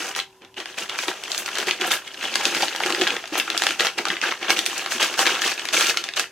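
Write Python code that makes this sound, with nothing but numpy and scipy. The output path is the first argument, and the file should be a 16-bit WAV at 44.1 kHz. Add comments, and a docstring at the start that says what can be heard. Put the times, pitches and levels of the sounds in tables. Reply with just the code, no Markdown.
"""Stiff wrapping paper crackles as hands unwrap a parcel in a small room, close to a stereo microphone.
Creases buckle in single snaps, small facets in swarms of crinkles; each radiates a brief damped vibration.
Friction between sheets adds hiss, and the hollow wrapping resonates with a low, boxy rustle and soft bumps.
Near walls return a short reverberation, and a faint hum fills the pauses."""
import sys
import numpy as np
from scipy import signal
from scipy.fft import rfft, irfft, next_fast_len
from scipy.io import wavfile
from scipy.ndimage import uniform_filter1d, map_coordinates

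SR = 44100
rng = np.random.default_rng(int(sys.argv[2]) if len(sys.argv) > 2 else 0)


def put_to_file(sound):
    """Save the sound as 16-bit audio at rate SR, in the file named by the first command-line argument."""
    columns = np.atleast_2d(sound).T  # one column per channel
    safe = np.clip(columns, -1, 1)
    whole_steps = np.round(safe * 32767)
    wavfile.write(sys.argv[1], SR, whole_steps.astype(np.int16))


N = 278271


def amp(db):
    """Amplitude ratio of a level in decibels."""
    return 10 ** (np.asarray(db) / 20)


def unit(x):
    """Normalisation to an rms of 1."""
    return x / np.sqrt(np.mean(x ** 2) + 1e-20)


def along(points, hz):
    """Interpolation of (f/Hz, value) points on a logarithmic frequency axis."""
    f, value = np.transpose(points)
    return np.interp(np.log(hz + 1), np.log(f + 1), value)


def wobble(rate):
    """Random fluctuation: straight lines between Gaussian values, rate of them a second."""
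    knots = rng.standard_normal(int(N * rate / SR) + 4)
    return map_coordinates(knots, [np.arange(N) * rate / SR], order=1)


def filtered(x, response):
    """Linear filtering: the spectrum of x times a frequency response."""
    size = next_fast_len(N + SR // 4)
    return irfft(rfft(x, size) * response(np.fft.rfftfreq(size, 1 / SR)), size)[..., :N]


def causal(gain):
    """Causality: the minimum-phase response with this gain rings only after its excitation."""
    cepstrum = irfft(np.log(np.maximum(gain, 1e-6)))
    half = cepstrum.shape[-1] // 2
    return np.exp(rfft(cepstrum * np.r_[1, np.full(half - 1, 2), 1, np.zeros(half - 1)]))


def coloured(x, points, size=4096):
    """Convolution with a causal filter whose gain follows (f/Hz, level/dB) points."""
    kernel = irfft(causal(amp(along(points, np.fft.rfftfreq(size, 1 / SR)))))
    return signal.oaconvolve(x, kernel[None], axes=1)[:, :N]


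def stroke(start, hold, attack_s, release_db_per_s):
    """Envelope of a finger movement (linear rise, hold, exponential decay): its span and gain."""
    first = max(round(start * SR), 0)
    age = np.arange(min(SR // 2, N - first)) / SR
    gain = np.minimum(age / attack_s, 1) * amp(-release_db_per_s * np.maximum(age - hold, 0))
    return slice(first, first + len(age)), gain


def handling(uneven_db=2.11):
    """Incoherent sources add in power: squeezes of the paper on top of its gentle shifting."""
    # squeezes and pulls: t/s, hold/s, crinkle level/dB, then fizz/dB and hollow body/dB relative
    # to the crinkle, and large over small facets/dB
    squeezes = [(0, 0.106, -33, -7.0, -11.5, 8), (0.149, 0.035, -30.5, -9.0, -13.5, -1),
                (0.405, 0.051, -49, -25, -3, 7), (0.562, 0.039, -33.5, -14.5, -8, 1),
                (0.769, 0.068, -31.5, -10, -11.5, -1), (0.886, 0.068, -31, -18, -12.5, 4),
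                (0.973, 0.066, -30.0, -6.5, -15.0, -2.0), (1.069, 0.018, -30.5, -5, -2.5, 8),
                (1.298, 0.058, -35.5, -4.5, -23, 5), (1.576, 0.054, -32.5, -10.5, -9.5, 4),
                (1.662, 0.037, -22, -12, -13.0, 3), (1.791, 0.097, -26.5, -14.5, -11, 1),
                (1.901, 0.04, -20, -9.5, -19, 4), (2.218, 0.11, -29.5, -14, -11.5, -2),
                (2.425, 0.22, -28.5, -8, -9.5, 1), (2.79, 0.16, -32.5, -9.0, -5, 8.5),
                (2.97, 0.17, -28.5, -12.5, -7, 2), (3.32, 0.08, -27.0, -15, -10.5, -1.5),
                (3.485, 0.08, -35, -20, -6, 1), (3.568, 0.15, -32, -5, -9, -9),
                (3.786, 0.071, -22, -13.5, -13.5, 1), (3.969, 0.035, -33.5, -10.5, -2, 4),
                (4.057, 0.067, -26.5, -15, -11.0, 0.5), (4.217, 0.097, -22.5, -17, -15, 1.5),
                (4.407, 0.12, -30.0, -21, -14.0, 0), (4.48, 0.029, -21, -18, -12, 0),
                (4.559, 0.037, -26.5, -7, -9.0, -6), (4.652, 0.17, -34.5, -7.5, -14.0, -3),
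                (4.899, 0.035, -27, -4, -22, 1), (4.995, 0.059, -20, -10, -18.5, -4.5),
                (5.172, 0.049, -20, -7, -14.5, 2.5), (5.248, 0.056, -17.5, -13.5, -14, -1.5),
                (5.405, 0.115, -25, -9.5, -16, -1.5), (5.723, 0.18, -21.5, -7, -15, -4),
                (6.155, 0.046, -25.5, -8, -16, -2)]
    # the parcel shifting in the hands: t/s, crinkle level/dB
    shifting = [(0.0, -28), (0.24, -68), (0.3, -58.5), (0.53, -61.5), (0.68, -42), (1.15, -39), (1.5, -35),
                (2.0, -43), (2.12, -42.5), (2.4, -30), (2.75, -31.5), (3.15, -37), (3.28, -40),
                (3.6, -31.5), (3.94, -45), (4.15, -35.5), (4.39, -41.5), (4.85, -32.5), (5.36, -28),
                (5.62, -36.5), (6.0, -33.5), (6.12, -42), (6.31, -52)]
    shares = lambda fizz_db, hollow_db, large_db: amp([0, fizz_db, hollow_db, large_db])[:, None] ** 2
    shift = amp(np.interp(np.arange(N) / SR, *np.transpose(shifting)))
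    power = shares(fizz_db=-11, hollow_db=-11.5, large_db=0) * shift ** 2
    for start, hold, db, *colour in squeezes:
        span, press = stroke(start, hold, attack_s=.012, release_db_per_s=343)
        power[:, span] += shares(*colour) * (amp(db) * press) ** 2
    level_db, *colour_db = 10 * np.log10(power)
    unsteady_db = uneven_db * wobble(30)  # finger pressure is never quite steady
    return level_db + unsteady_db, *(colour_db - level_db)


def buckles(per_s, spread_db, cycles, low_hz, high_hz, clump_db, slide, size=200):
    """Buckling facets ring as damped oscillators, in clumps, over the friction hiss of sliding sheets."""
    draw = rng.random((int(per_s * N / SR), 5))
    start = (draw[:, :1] * N).astype(int)
    hz = low_hz * (high_hz / low_hz) ** draw[:, 1:2]
    strength = amp(-spread_db * np.log(draw[:, 2:3] * .97 + .03))
    phase = hz * np.arange(size) / SR
    envelope = strength * hz * np.exp(-phase / cycles) * (1 - np.exp(-2 * np.pi * phase))
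    rings = [envelope * np.sin(2 * np.pi * (phase + draw[:, k, None])) for k in (3, 4)]
    where = (start + np.arange(size)).ravel()
    pair = np.array([np.bincount(where, ring.ravel(), N)[:N] for ring in rings])
    pair = (unit(pair) + slide * rng.standard_normal((2, N))) * amp(clump_db * wobble(130))
    # the hands feed in energy steadily, however unevenly the paper lets it go
    power = uniform_filter1d(np.mean(pair ** 2, 0), SR // 25)
    return pair / np.sqrt(np.abs(power) + 1e-9)


def parcel(x):
    """Resonance: modes of the folded wrapping and the box inside favour a few frequencies."""
    # modes: f/Hz, bandwidth/Hz, level/dB relative to the broad rustle
    modes = [(341.5, 34, 2.5), (783, 7.3, 4.5), (1362, 16, -1), (1602, 14, -11), (1644, 68, -8.5),
             (2640, 69, -11)]
    return filtered(x, lambda f: 1 + sum(amp(db) * 1j * f * width / (f0 * f0 - f * f + 1j * f * width)
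                                         for f0, width, db in modes))


def rustle(level_db, fizz_db, hollow_db, large_db):
    """Frequency rises as size falls: whole panels sound hollow, facets crinkle, the smallest fizz."""
    # spectral shapes of the three sizes: f/Hz, relative level/dB
    crinkle_shape = [(200, -49), (500, -2), (800, -5.5), (1050, -3.5), (1600, 1), (2050, -2), (2900, 3.5),
                     (3900, -3.5), (5100, -10.5), (6200, -9.5), (9000, -44), (16000, -42)]
    fizz_shape = [(2000, -23.5), (4500, -1), (6300, 1), (8000, -3.5), (10000, -8.5), (12800, -13),
                  (16000, -17.5)]
    hollow_shape = [(30, -32), (70, -34), (100, -23), (140, -14.5), (180, -9), (270, -3), (350, -0.5),
                    (450, 1), (600, -3), (850, -1), (1400, -28), (4000, -61.5)]
    crinkle = buckles(per_s=1700, spread_db=4, cycles=3.2, low_hz=617, high_hz=9400,
                      clump_db=2.5, slide=1)
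    crinkle = unit(parcel(coloured(crinkle, crinkle_shape)))
    broad_folds = filtered(crinkle, lambda hz: 1 / (1 + (hz / 2000) ** 4))
    tight_folds = crinkle - broad_folds
    tilt_db = (large_db + 1) / 2
    crinkle = amp(tilt_db) * broad_folds + amp(-tilt_db) * tight_folds
    fizz = buckles(per_s=3000, spread_db=2.5, cycles=2, low_hz=3800, high_hz=17600,
                   clump_db=1.5, slide=0.88, size=60)
    hollow = buckles(per_s=600, spread_db=2, cycles=1.13, low_hz=123.6, high_hz=1237,
                     clump_db=1, slide=0.63, size=700)
    return (amp(level_db - 0.64) * crinkle
            + amp(level_db + fizz_db + 3.67) * unit(coloured(fizz, fizz_shape))
            + amp(level_db + hollow_db + 1.14) * unit(parcel(coloured(hollow, hollow_shape))))


def background(air_db=-58, hum_db=-57.5, hum_hz=382):
    """Noise floor: broadband room noise and a hum, slightly modulated in amplitude and frequency."""
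    # spectrum of the room noise: f/Hz, relative level/dB
    air_shape = [(25, -12), (100, 2.5), (270, -1), (380, -2), (700, -6), (1020, 5.5), (1300, -39),
                 (4900, -13.5), (13600, -19), (16000, -34)]
    air = unit(stereo(coloured(rng.standard_normal((2, N)), air_shape)))
    hum_gain = amp(hum_db + wobble(12))
    hum_phase = 2 * np.pi * np.cumsum(hum_hz + 2.5 * wobble(15)) / SR
    return amp(air_db) * air + hum_gain * unit(np.sin(hum_phase))


def creases(level_db, per_s=15, spread_db=3.5, centre_hz=2520, spread_octaves=0.5):
    """Elastic instability: rows of stiff creases that yield at set times and lesser ones at random."""
    # stiff creases: t/s, relative level/dB, centre f/Hz, bandwidth/octaves
    stiff = [(0.1498, -23, 3400, 0.5), (0.162, -20, 3140, 0.99), (0.1993, -17, 3360, 0.26),
             (0.419, -42.5, 2570.0, 0.51), (0.448, -39.5, 2340.0, 0.84), (0.5422, -42.5, 3570.0, 0.57),
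             (0.6012, -25.5, 2830, 0.67), (0.657, -25, 2430, 0.9), (0.7862, -23.5, 3740, 0.61),
             (0.896, -24, 2720.0, 0.94), (0.9574, -28, 2470.0, 0.68), (0.988, -17.5, 3050, 0.63),
             (1.0815, -16.5, 2070.0, 0.73), (1.2368, -23.5, 3350, 0.98), (1.317, -17, 4730, 0.26),
             (1.3465, -20, 3170.0, 0.86), (1.378, -18.5, 5500, 0.38), (1.4603, -21, 3800, 0.69),
             (1.5745, -28, 2440.0, 1), (1.5841, -17, 3350, 0.98), (1.6705, -22.5, 2790.0, 0.81),
             (1.7098, -11.5, 3000, 0.57), (1.8175, -17.5, 1760.0, 0.83), (1.9173, -12, 3530, 0.46),
             (2.0745, -30, 2620, 0.41), (2.2097, -27, 2680.0, 0.3), (2.3555, -10.5, 3450, 0.89),
             (2.4532, -9.5, 3630, 0.49), (2.5479, -16.5, 2420.0, 0.94), (2.6225, -13.5, 2250, 0.7),
             (2.6817, -17.5, 3140, 0.37), (2.7612, -21.5, 4000, 1), (2.8035, -19.5, 1280, 0.88),
             (2.8352, -15, 2780, 0.25), (2.8609, -17.5, 3000.0, 1), (2.9032, -16.5, 2340, 1),
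             (2.9236, -17, 3190.0, 0.68), (2.947, -16.5, 2570, 0.61), (3.0121, -15, 2810.0, 0.62),
             (3.0174, -11.5, 2740, 0.64), (3.069, -14, 1900, 0.42), (3.074, -13.5, 2710, 0.62),
             (3.1041, -15, 2770, 0.3), (3.1655, -19, 1720, 1), (3.2391, -28, 2280.0, 0.41),
             (3.276, -30.5, 4100, 0.83), (3.3984, -12, 3040.0, 0.46), (3.4775, -21, 1700, 0.27),
             (3.5013, -14.5, 3250, 0.66), (3.5764, -13, 4900, 0.4), (3.62, -12, 2700, 0.94),
             (3.6364, -15, 3230, 0.92), (3.667, -9.5, 2760.0, 0.69), (3.6882, -19.5, 2990.0, 0.44),
             (3.7066, -17, 1960.0, 0.58), (3.7962, -13.5, 3070, 0.35), (3.8058, -11.5, 3060, 0.68),
             (3.848, -17, 2390.0, 1), (3.8684, -13, 2820, 0.76), (3.9863, -18.5, 2370, 0.52),
             (4.0531, -16, 2350, 0.99), (4.1017, -15.5, 2480, 0.33), (4.167, -21.5, 2630, 0.36),
             (4.2148, -18.5, 3490.0, 0.55), (4.2369, -16, 1620, 0.16), (4.4968, -17.5, 3340.0, 0.88),
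             (4.5037, -8, 3000, 0.74), (4.5897, -11.5, 3450, 0.61), (4.6619, -13, 4630.0, 0.79),
             (4.779, -21.5, 6300, 0.52), (4.8606, -18.5, 2240, 0.93), (4.9205, -20.5, 3030, 0.93),
             (4.9977, -19.5, 1860.0, 0.53), (5.028, -12.5, 3300.0, 1), (5.1912, -11, 2610.0, 1),
             (5.266, -12.5, 2620, 0.86), (5.271, -11.5, 2450, 0.61), (5.4183, -15.5, 3010.0, 0.75),
             (5.5945, -21.5, 3200, 0.46), (5.6532, -20, 2960.0, 1), (5.6871, -18.5, 3020.0, 0.61),
             (5.809, -12, 3080, 0.96), (5.9717, -11, 3500, 0.6), (6.0395, -19.5, 3560.0, 0.65),
             (6.0882, -20.5, 2300, 0.83), (6.1364, -24, 3500.0, 0.45), (6.1957, -12.5, 3900, 0.73)]
    draw = rng.random((int(per_s * N / SR), 3))
    at = (draw[:, 0] * N).astype(int)
    size, pitch = np.sqrt(3) * (2 * draw[:, 1:].T - 1)  # uniform, with unit variance
    # lesser creases follow the crinkle level, up to a ceiling
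    db = np.minimum(level_db[at] + 6.5, -23.5) + spread_db * size
    hz = centre_hz * 2 ** (spread_octaves * pitch)
    return list(stiff) + [(*row, 0.62) for row in zip(at / SR, db, hz)]


def snaps(rows, decay_s=0.0015, shiver_db=-18, shiver_s=0.0035, travel=0.001271, size=2048):
    """Snap-through: a crease releases its elastic energy in a burst; the sheet shivers a little longer."""
    out = np.zeros((2, N + size))
    t, hz = np.arange(size) / SR, np.fft.rfftfreq(size, 1 / SR)
    envelope = np.exp(-t / decay_s) + amp(shiver_db) * np.exp(-t / shiver_s)
    # higher bending waves cross the sheet faster, which softens the click
    dispersion = np.exp(-4j * np.pi * travel * np.sqrt(600 * hz))
    for start, db, centre_hz, octaves in rows:
        detuning = np.log2((hz + 1) / centre_hz) / max(octaves, .2)
        gain = (1 + detuning ** 2 / 7) ** -2
        gain *= np.sqrt(centre_hz / (hz + 900)) / np.sqrt(1 + (hz / (3 * centre_hz)) ** 4)
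        gain *= hz ** 2 / (hz ** 2 + 180 ** 2)  # a thin sheet radiates no deep bass
        burst = rng.choice([-1, 1], (2, size)) * envelope
        snap = irfft(rfft(burst) * causal(gain) * dispersion)
        snap /= np.sqrt(np.mean(snap[:, :SR // 333] ** 2, axis=1, keepdims=True))  # rms of first 3 ms
        out[:, max(round(start * SR), 0):][:, :size] += amp(db) * snap
    return out[:, :N]


def bumps(decay_cycles=3.3, size=4096):
    """Damped free vibration: a soft push makes a panel of the parcel swing for a few cycles."""
    # finger bumps and popping panels: t/s, relative level/dB, f/Hz
    pushes = [(1.083, -41, 335), (1.085, -46, 170), (1.674, -22, 370), (1.817, -20, 370), (1.85, -17, 730),
              (2.404, -19.5, 845), (2.564, -23, 348), (2.629, -10, 815), (2.804, -13.5, 795),
              (2.855, -19, 358), (2.932, -17.5, 350), (2.999, -15.5, 364), (3.017, -11, 344),
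              (3.02, -15, 750), (3.239, -27, 670), (3.322, -20.5, 330), (3.805, -18.5, 474),
              (4.096, -33.5, 178), (4.5, -15, 767), (4.586, -27, 322), (4.949, -30, 240), (5.188, -23, 750),
              (5.318, -23, 393)]
    out, t = np.zeros(N + size), np.arange(size) / SR
    for start, db, hz in pushes:
        phase = hz * t
        envelope = np.exp(-phase / decay_cycles) * (1 - np.exp(-phase))
        out[round(start * SR):][:size] += amp(db) * envelope * np.sin(2 * np.pi * phase)
    return out[:N] * np.array([[1], [0]])  # mid signal only


def slips(grain_db=2):
    """Sliding friction: one sheet slips quickly over another with a grainy, very high hiss."""
    # slips: t/s, hold/s, level/dB
    slides = [(1.375, 0.028, -33), (1.46, 0.02, -41), (1.863, 0.018, -32), (1.911, 0.031, -29),
              (3.375, 0.01, -26), (3.578, 0.02, -47), (4.503, 0.022, -29.5), (4.665, 0.015, -39)]
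    # spectrum of the hiss: f/Hz, relative level/dB
    hiss_shape = [(4000, -17), (7000, -1), (10000, -2), (12800, -3), (16000, -11)]
    gain = np.zeros(N)
    for start, hold, db in slides:
        span, slide = stroke(start, hold, attack_s=0.0027, release_db_per_s=450)
        gain[span] += amp(db) * slide
    friction = rng.standard_normal((2, N)) * amp(grain_db * wobble(400))
    return gain * unit(coloured(friction, hiss_shape))


def room(x, onset_s=0.0011, patterns=22):
    """Reverberation: reflections from near walls decay exponentially, changing as the paper moves."""
    # reverberation time: f/Hz, T60/s
    t60 = [(200, 0.15), (600, 0.17), (1500, 0.19), (3700, 0.18), (10000, 0.19)]
    hz, t, noise = signal.stft(rng.standard_normal((patterns, 2, SR // 4)), SR, nperseg=256)
    tails = signal.istft(noise * amp(-60 * t / along(t60, hz)[:, None]), SR, nperseg=256)[1]
    age = np.arange(tails.shape[-1]) / SR
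    tails *= 1 - np.exp(-(age / onset_s) ** 2)
    tails /= np.linalg.norm(tails, axis=-1, keepdims=True)
    out, step = np.zeros((2, N + SR)), N // patterns + 1
    for k, tail in enumerate(tails):
        echo = signal.fftconvolve(x[:, k * step:(k + 1) * step], tail, axes=1)
        out[:, k * step:][:, :echo.shape[1]] += echo
    return out[:, :N]


def stereo(pair):
    """Partial coherence: unrelated mid and side give left and right, alike in bass, apart in treble."""
    # likeness of left and right: f/Hz, correlation
    correlation = [(150, .985), (330, .996), (600, .97), (1000, .93), (1600, .95), (2900, .88), (3900, .45),
                   (4600, .4), (5200, -.05), (6200, .55), (7500, 0), (9500, -.18), (12800, .1),
                   (16000, -.3)]
    # lead of left over right: f/Hz, level/dB
    balance = [(300, 0), (1000, .3), (2700, 1.5), (3800, 1), (4800, -1), (5500, 1.4), (7000, -2), (8000, 0)]
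    angle = lambda hz: np.arccos(np.clip(along(correlation, hz), -1, 1)) / 2
    mid, side = filtered(pair, lambda hz: np.array([np.cos(angle(hz)), np.sin(angle(hz))]))
    left_right = np.array([mid + side, mid - side])
    return filtered(left_right, lambda hz: amp(along(balance, hz) * np.array([[.5], [-.5]])))


def scene():
    """Superposition of the paper's direct sound, its reverberation and the noise floor."""
    level_db, fizz_db, hollow_db, large_db = handling()
    crinkles = rustle(level_db, fizz_db, hollow_db, large_db) + slips() + amp(2) * bumps()
    cracks = amp(-1.5) * parcel(snaps(creases(level_db)))
    echo = room(amp(-10) * crinkles + amp(-5) * cracks)
    return stereo(crinkles + cracks + echo) + background()


def record(dry):
    """Soft saturation rounds the highest peaks; a band limit removes the extreme treble."""
    rounded = dry / (1 + np.abs(dry / .9) ** 4) ** (1 / 4)
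    return filtered(rounded, lambda hz: hz < 15900)


dry = scene()
out = record(dry)
put_to_file(out)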